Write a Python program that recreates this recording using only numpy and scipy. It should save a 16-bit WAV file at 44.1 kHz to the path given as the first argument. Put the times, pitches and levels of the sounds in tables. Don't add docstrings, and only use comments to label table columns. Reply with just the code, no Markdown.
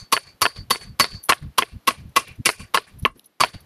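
import sys
import numpy as np
from scipy import signal
from scipy.fft import rfft, irfft
from scipy.io import wavfile
from scipy.ndimage import uniform_filter1d, minimum_filter1d

SR = 44100
rng = np.random.default_rng(int(sys.argv[2]) if len(sys.argv) > 2 else 0)


def digitize_waveform(pressure):
    field = np.atleast_2d(pressure).T
    bounded = np.clip(field, -1, 1)
    quanta = np.round(bounded * 32767).astype(np.int16)
    wavfile.write(sys.argv[1], SR, quanta)


N = 160965
PAD = SR // 4
MODE_SCATTER_DB, MODES_LOW_CUT_HZ = 2.5, 157


def from_db(db):
    return 10 ** (np.asarray(db) / 20)


def peak_one(x):
    return x / np.abs(x).max()


def at_hz(points, hz):
    table = np.array(points)
    return np.interp(np.log(hz), np.log(table[:, 0]), table[:, 1])


def butter(x, order, hz, kind="low"):
    return signal.sosfilt(signal.butter(order, hz, kind, fs=SR, output="sos"), x)


def add(out, s, x):
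    i = int(s * SR) + PAD
    out[i:i + len(x)] += x[:len(out) - i]


def coloured(x, spectrum):
    hz = np.fft.rfftfreq(len(x), 1 / SR) + 1
    y = irfft(rfft(x) * from_db(at_hz(spectrum, hz)), len(x))
    return y / y.std()


def ring(x, modes):
    out = 0
    for (hz, db, t60), scatter in zip(modes, rng.standard_normal(len(modes))):
        radius = from_db(-60 / (t60 * SR))
        angle = 2 * np.pi * hz / SR
        poles = [1, -2 * radius * np.cos(angle), radius * radius]
        mode = signal.lfilter([1, 0, -1], poles, x + 1e-18)
        out = out + from_db(db + MODE_SCATTER_DB * scatter) * peak_one(mode)
    return peak_one(butter(out, 2, MODES_LOW_CUT_HZ, "high"))


# t/s, peak level/dB, chatter length/s, stick note level/dB, blade level/dB, branch level/dB,
# ring t60/s, crack level/dB, upper cutoff f/Hz, tail level/dB, extra tail treble level/dB
BLOW_EVENTS = [(-.168, 17.5, 0.042, -8, -6.5, -28.5, 0.56, -13, 9000, -20, 5.5),
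               (0.124, 14, 0.015, 0, -7, -15.5, 0.47, 0.5, 9000, -24, 0.5),
               (.417, 16, .013, 2, 1, -43.5, 0.37, 4.5, 9000, -19.5, -1),
               (0.706, 14.5, 0.011, -2, -5.5, -44.5, 0.36, 1.5, 9000, -23.5, 2),
               (.997, 11.5, 0.015, -2.5, -1, -24.5, 0.54, -2.5, 9000, -19, -1.5),
               (1.292, 9, 0.015, 2.5, -64, -27, 0.35, -3.5, 8000, -22, -2.5),
               (1.582, 10.5, 0.0087, 2.5, -19, -12, 0.31, 2, 8000, -25.5, -2.5),
               (1.875, 6, .014, 0.5, -25, -10.5, 0.39, -2.5, 8000, -25, -3),
               (2.163, 10.5, 0.011, 2, -47.5, -6, 0.38, -1, 8000, -23.5, -1.5),
               (2.457, 18, .013, -21.5, -14.5, -4, 0.31, -4.5, 9000, -20, 6),
               (2.744, 13, 0.0097, 5.5, -20, -7, 0.28, -2, 7000, -24.5, -4.5),
               (3.056, 9.5, 0.0051, 1.5, -43, -40.5, 0.113, -14.5, 2040, -48.5, 4),
               (3.405, 14, 0.0098, 3.5, -6.5, -21, 0.3, -10.5, 8000, -18.5, -3.5)]
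# f/Hz, mean level/dB, t60/s
WOOD_MODES = [(248.2, -6, 0.057), (328, -7, .04), (498, -3.5, 0.048), (653, -3, 0.021), (937, -17.5, .03),
              (1235, -8.5, 0.026), (1350, -5, 0.02), (1610, 0.5, 0.01), (2006, 1.5, 0.038),
              (2222, -2.5, 0.028), (2724, 1, 0.025), (3350, -12, 0.012), (4030, -2, 0.0067)]
# f/Hz, mean level/dB, t60/s
STICK_NOTE_MODE = [(1096, 0, 0.024)]
# f/Hz, mean level/dB, t60/s
BLADE_MODES = [(4474, 2, 0.11), (4539, -0.5, 0.05), (4649, -8.5, 0.11), (4620, -5, 0.14), (6180, -11, .018)]
# f/Hz, mean level/dB, t60/s
BRANCH_MODES = [(2397, -1.1, 0.015), (2692, -9, 0.035)]
# f/Hz, level/dB (per Hz)
CRACK_SPECTRUM = [(1760, -16.5), (3000, 0), (3870, 1), (4940, -10.5), (5500, -7.5), (6000, -4), (7650, -34),
                  (10400, 1.5), (14500, -13), (15000, -11.5)]
ATTACK_S, CHATTER_FALL_S = 0.0002, 0.00096
AFTER_DB, AFTER_FALL_S = -6.5, 0.015
LEAD_DB, LEAD_S = -12.5, 0.0058
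CONTACTS_PER_S, CONTACT_SPREAD_DB = 4000, 2
NOTE_DB, CRACK_FALL_S = 1, 0.023
RATTLE_DB, DAMPED_S = -21, 0.21


def contact_force(t, length):
    since = np.maximum(t - length, 0)
    fall = np.exp(-since / CHATTER_FALL_S) + from_db(AFTER_DB) * np.exp(-since / AFTER_FALL_S)
    scrape = (t < 0) * from_db(LEAD_DB) * (1 + t / LEAD_S)
    return np.clip(t / ATTACK_S, 0, 1) * fall + scrape


def blows():
    out, t = np.zeros(N + PAD), np.arange(SR // 2) / SR - LEAD_S
    for s, db, length, note_db, blade_db, branch_db, ring_t60, crack_db, top_hz, *_ in BLOW_EVENTS:
        force = contact_force(t, length)
        sizes = from_db(CONTACT_SPREAD_DB * rng.exponential(1, len(t)))
        signs = rng.choice([-1, 1], len(t))
        contacts = force * sizes * signs * (rng.random(len(t)) < CONTACTS_PER_S / SR)

        crack_noise = coloured(rng.standard_normal(len(t)), CRACK_SPECTRUM)
        crack = peak_one(force * np.exp(-t / CRACK_FALL_S) * crack_noise)

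        rattle_db = RATTLE_DB - 60 * t / ring_t60 - 10 * (t / DAMPED_S) ** 6
        shiver = contacts + (t > 0) * from_db(rattle_db) * rng.standard_normal(len(t))

        blow = ring(contacts, WOOD_MODES)
        blow += from_db(NOTE_DB + note_db) * ring(contacts, STICK_NOTE_MODE)
        blow += from_db(blade_db) * ring(shiver, BLADE_MODES)
        blow += from_db(branch_db) * ring(shiver, BRANCH_MODES)
        blow = butter(blow, 2, top_hz)
        add(out, s - LEAD_S, from_db(db) * peak_one(blow + from_db(crack_db) * crack))
    return out


# t/s, first knock level/dB, second knock level/dB, hard edge level/dB
DOUBLE_KNOCK_EVENTS = [(0.1664, 10, 6, -23), (.454, 16, 12, -15.5), (.749, -3, -1, -31),
                       (1.0429, 5, -4.5, -1), (1.3224, 10.5, 4, -25), (1.6227, 4.5, -1, -19),
                       (1.9078, -6, -21, -6), (2.4906, 17, 13.5, -7), (2.7735, 12, 4, -7),
                       (3.051, 14, -17, -52.5), (3.4363, 15, 8, -13)]
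# f/Hz, mean level/dB, t60/s
KNOCK_MODES = [(450, -9, .025), (700, -7, .018), (1000, -3, .018), (1400, -1, .015), (1750, -2, .012),
               (2100, -2, .01), (2500, -5, .009), (2950, -6, .008)]
# f/Hz, mean level/dB, t60/s
EDGE_MODES = [(4300, 0, .006), (4800, -2, .005)]
KNOCK_GAP_S, TOUCH_FALL_S, TOUCH_TOP_HZ = 0.0087, 0.0014, 3400


def double_knocks():
    out, t = np.zeros(N + PAD), np.arange(SR // 4) / SR
    for s, first_db, second_db, edge_db in DOUBLE_KNOCK_EVENTS:
        for lag, db in ((0, first_db), (KNOCK_GAP_S, second_db)):
            touch = rng.standard_normal(len(t)) * np.exp(-t / TOUCH_FALL_S)
            touch = butter(touch, 4, TOUCH_TOP_HZ)
            knock = ring(touch, KNOCK_MODES) + from_db(edge_db) * ring(touch, EDGE_MODES)
            add(out, s + lag, from_db(db) * knock)
    return out


# f/Hz, level/dB (per Hz)
TAIL_SPECTRUM = [(18, -49.5), (30, -13.5), (113, -3), (274, -7.5), (384, -3), (978, -15), (1110, -4.5),
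                 (1340, -17.5), (1440, -8.5), (2770, -10), (4540, -6.5), (7430, -14.5), (9640, -3.5),
                 (13900, -21.5), (15000, -47)]
# f/Hz, t60/s
TAIL_DECAY = [(60, 0.28), (250, 0.18), (1000, 0.26), (4000, 0.21), (12000, 0.17)]
TAIL_PATCHY_DB, TAIL_TREBLE_HZ = 4, 3500


def tails():
    kicks = np.full((2, N + PAD), 1e-18)
    for s, db, *_, tail_db, treble_db in BLOW_EVENTS:
        add(kicks[0], s, from_db([db + tail_db]) ** 2)
        add(kicks[1], s, from_db([db + tail_db + treble_db]) ** 2)
    noise = [coloured(v, TAIL_SPECTRUM) for v in rng.standard_normal((2, N + PAD))]
    out, edges = 0, np.geomspace(25, 16000, num=17)
    for k, (low, high) in enumerate(zip(edges, edges[1:])):
        band = butter(noise[k % 2], 2, [low, high], "band")
        t60 = at_hz(TAIL_DECAY, np.sqrt(low * high))
        fall = from_db(-120 / (t60 * SR))
        power = signal.lfilter([1], [1, -fall], kicks[int(low > TAIL_TREBLE_HZ)])
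        patches = np.interp(np.arange(N + PAD) / 500, np.arange(400), rng.standard_normal(400))
        out = out + band * np.sqrt(power) * from_db(TAIL_PATCHY_DB * patches)
    return out


# t/s (middle), level/dB, centre f/Hz, half length/s (to 1/e)
PUFF_EVENTS = [(0.029, -40.5, 68, 0.013), (0.254, -52, 112.6, 0.045), (0.345, -57, 93.7, 0.019),
               (0.603, -34.5, 87.6, 0.038), (0.685, -51, 94.5, 0.033), (.81, -45.5, 103.7, 0.09),
               (0.897, -38.5, 93.5, 0.045), (1.148, -33, 69.5, 0.028), (1.447, -31.5, 82.6, 0.041),
               (1.755, -33.5, 87, 0.025), (2.032, -38, 105, 0.06), (2.298, -44, 100, 0.045),
               (2.401, -27.5, 108.4, 0.012), (2.606, -36, 94, 0.035), (2.698, -64.5, 150, 0.042),
               (2.974, -43.5, 100, 0.055), (3.032, -24, 110, 0.01), (3.095, -32.5, 60, .04),
               (3.131, -50, 380, .05), (3.554, -33.5, 70, 0.013), (3.628, -52.5, 91, .03)]
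PUFF_TOP_HZ = 224.1


def puffs():
    out = np.zeros(N + PAD)
    t = np.arange(-SR // 5, SR // 5) / SR
    for s, db, hz, half in PUFF_EVENTS:
        lump = butter(rng.standard_normal(len(t)), 1, [0.5 * hz, 1.3 * hz], "band")
        lump = butter(lump, 4, max(PUFF_TOP_HZ, 1.1 * hz))
        bell = np.exp(-(t / half) ** 2)
        puff = lump * bell
        same_energy = np.sqrt(np.sum(bell ** 2) / np.sum(puff ** 2))
        add(out, s + t[0], from_db(db) * puff * same_energy)
    return out


# t/s, level/dB (before the low cut), low edge f/Hz, length/s (Gaussian fall)
RUSTLE_EVENTS = [(1.228, -43, 8540, 0.017), (1.236, -28, 7340, 0.0075), (1.249, -34.5, 8700, 0.02),
                 (1.853, -56, 4400, 0.003), (2.092, -57, 4440, 0.0084), (2.28, -42, 4550, 0.0061),
                 (2.355, -54.5, 4500, 0.0098), (2.987, -46, 8230, 0.018), (2.996, -32, 8600, 0.0031),
                 (3.023, -47, 4550, 0.018), (3.171, -55, 9500, 0.038), (3.194, -35, 3000, 0.0021),
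                 (3.241, -53, 3550, 0.013), (3.257, -43, 7300, .012), (3.604, -47.5, 6300, 0.011)]


def rustles():
    out, t = np.zeros(N + PAD), np.arange(SR // 8) / SR
    for s, db, hz, length in RUSTLE_EVENTS:
        envelope = np.clip(t / 0.0019, 0, 1) * np.exp(-(t / length) ** 2)
        burst = coloured(rng.standard_normal(len(t)), CRACK_SPECTRUM) * envelope
        add(out, s, from_db(db) * butter(burst, 4, hz, "high"))
    return out


# f/Hz, level/dB (per Hz)
WOODS_SPECTRUM = [(24, -46.5), (40, -12), (200, 7), (3740, -7.5), (4030, -7.5), (7870, -18), (11700, -11.5),
                  (13900, -13), (15000, -24)]
# t/s, level/dB
WOODS_LEVEL = [(0.0, -62), (3.08, -60.5), (3.38, -69.5), (3.65, -60.5)]


def woods():
    level_db = np.interp(np.arange(N) / SR, *np.transpose(WOODS_LEVEL))
    return from_db(level_db) * coloured(rng.standard_normal(N), WOODS_SPECTRUM)


SIDE_HZ, SIDE_DB, SIDE_S = 6000, -11.5, 0.001


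def flickering_stereo(mid):
    wander = uniform_filter1d(rng.standard_normal(N), size=int(SIDE_S * SR))
    flicker = butter(mid, 4, SIDE_HZ, "high") * wander / wander.std()
    side = butter(flicker, 4, SIDE_HZ, "high")
    return mid + from_db(SIDE_DB) * side * np.array([[1], [-1]])


def scene():
    events = blows() + double_knocks() + tails() + puffs() + rustles()
    return flickering_stereo(events[PAD:] + woods())


CEILING_DB, CUTOFF_HZ = -1, 14700
HOLD_S, AHEAD_S, GLIDE_S = 0.092, 0.006, 0.001


def record(dry):
    needed = np.minimum(1, from_db(CEILING_DB) / (np.abs(dry).max(axis=0) + 1e-9))
    ahead, hold = int(AHEAD_S * SR), int(HOLD_S * SR)
    half = (hold + ahead) // 2
    padded = np.r_[np.ones(hold), needed, np.ones(ahead)]
    held = minimum_filter1d(padded, size=2 * half + 1)[half:][:N]
    r = np.exp(-1 / (GLIDE_S * SR))
    gain = 1 + signal.lfilter([1 - r], [1, -r], held - 1)
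    out = signal.sosfilt(signal.cheby2(10, 50, 16500, fs=SR, output="sos"), dry * gain)
    return signal.sosfilt(signal.cheby2(10, 22, CUTOFF_HZ, fs=SR, output="sos"), out)


dry = scene()
out = record(dry)
digitize_waveform(out)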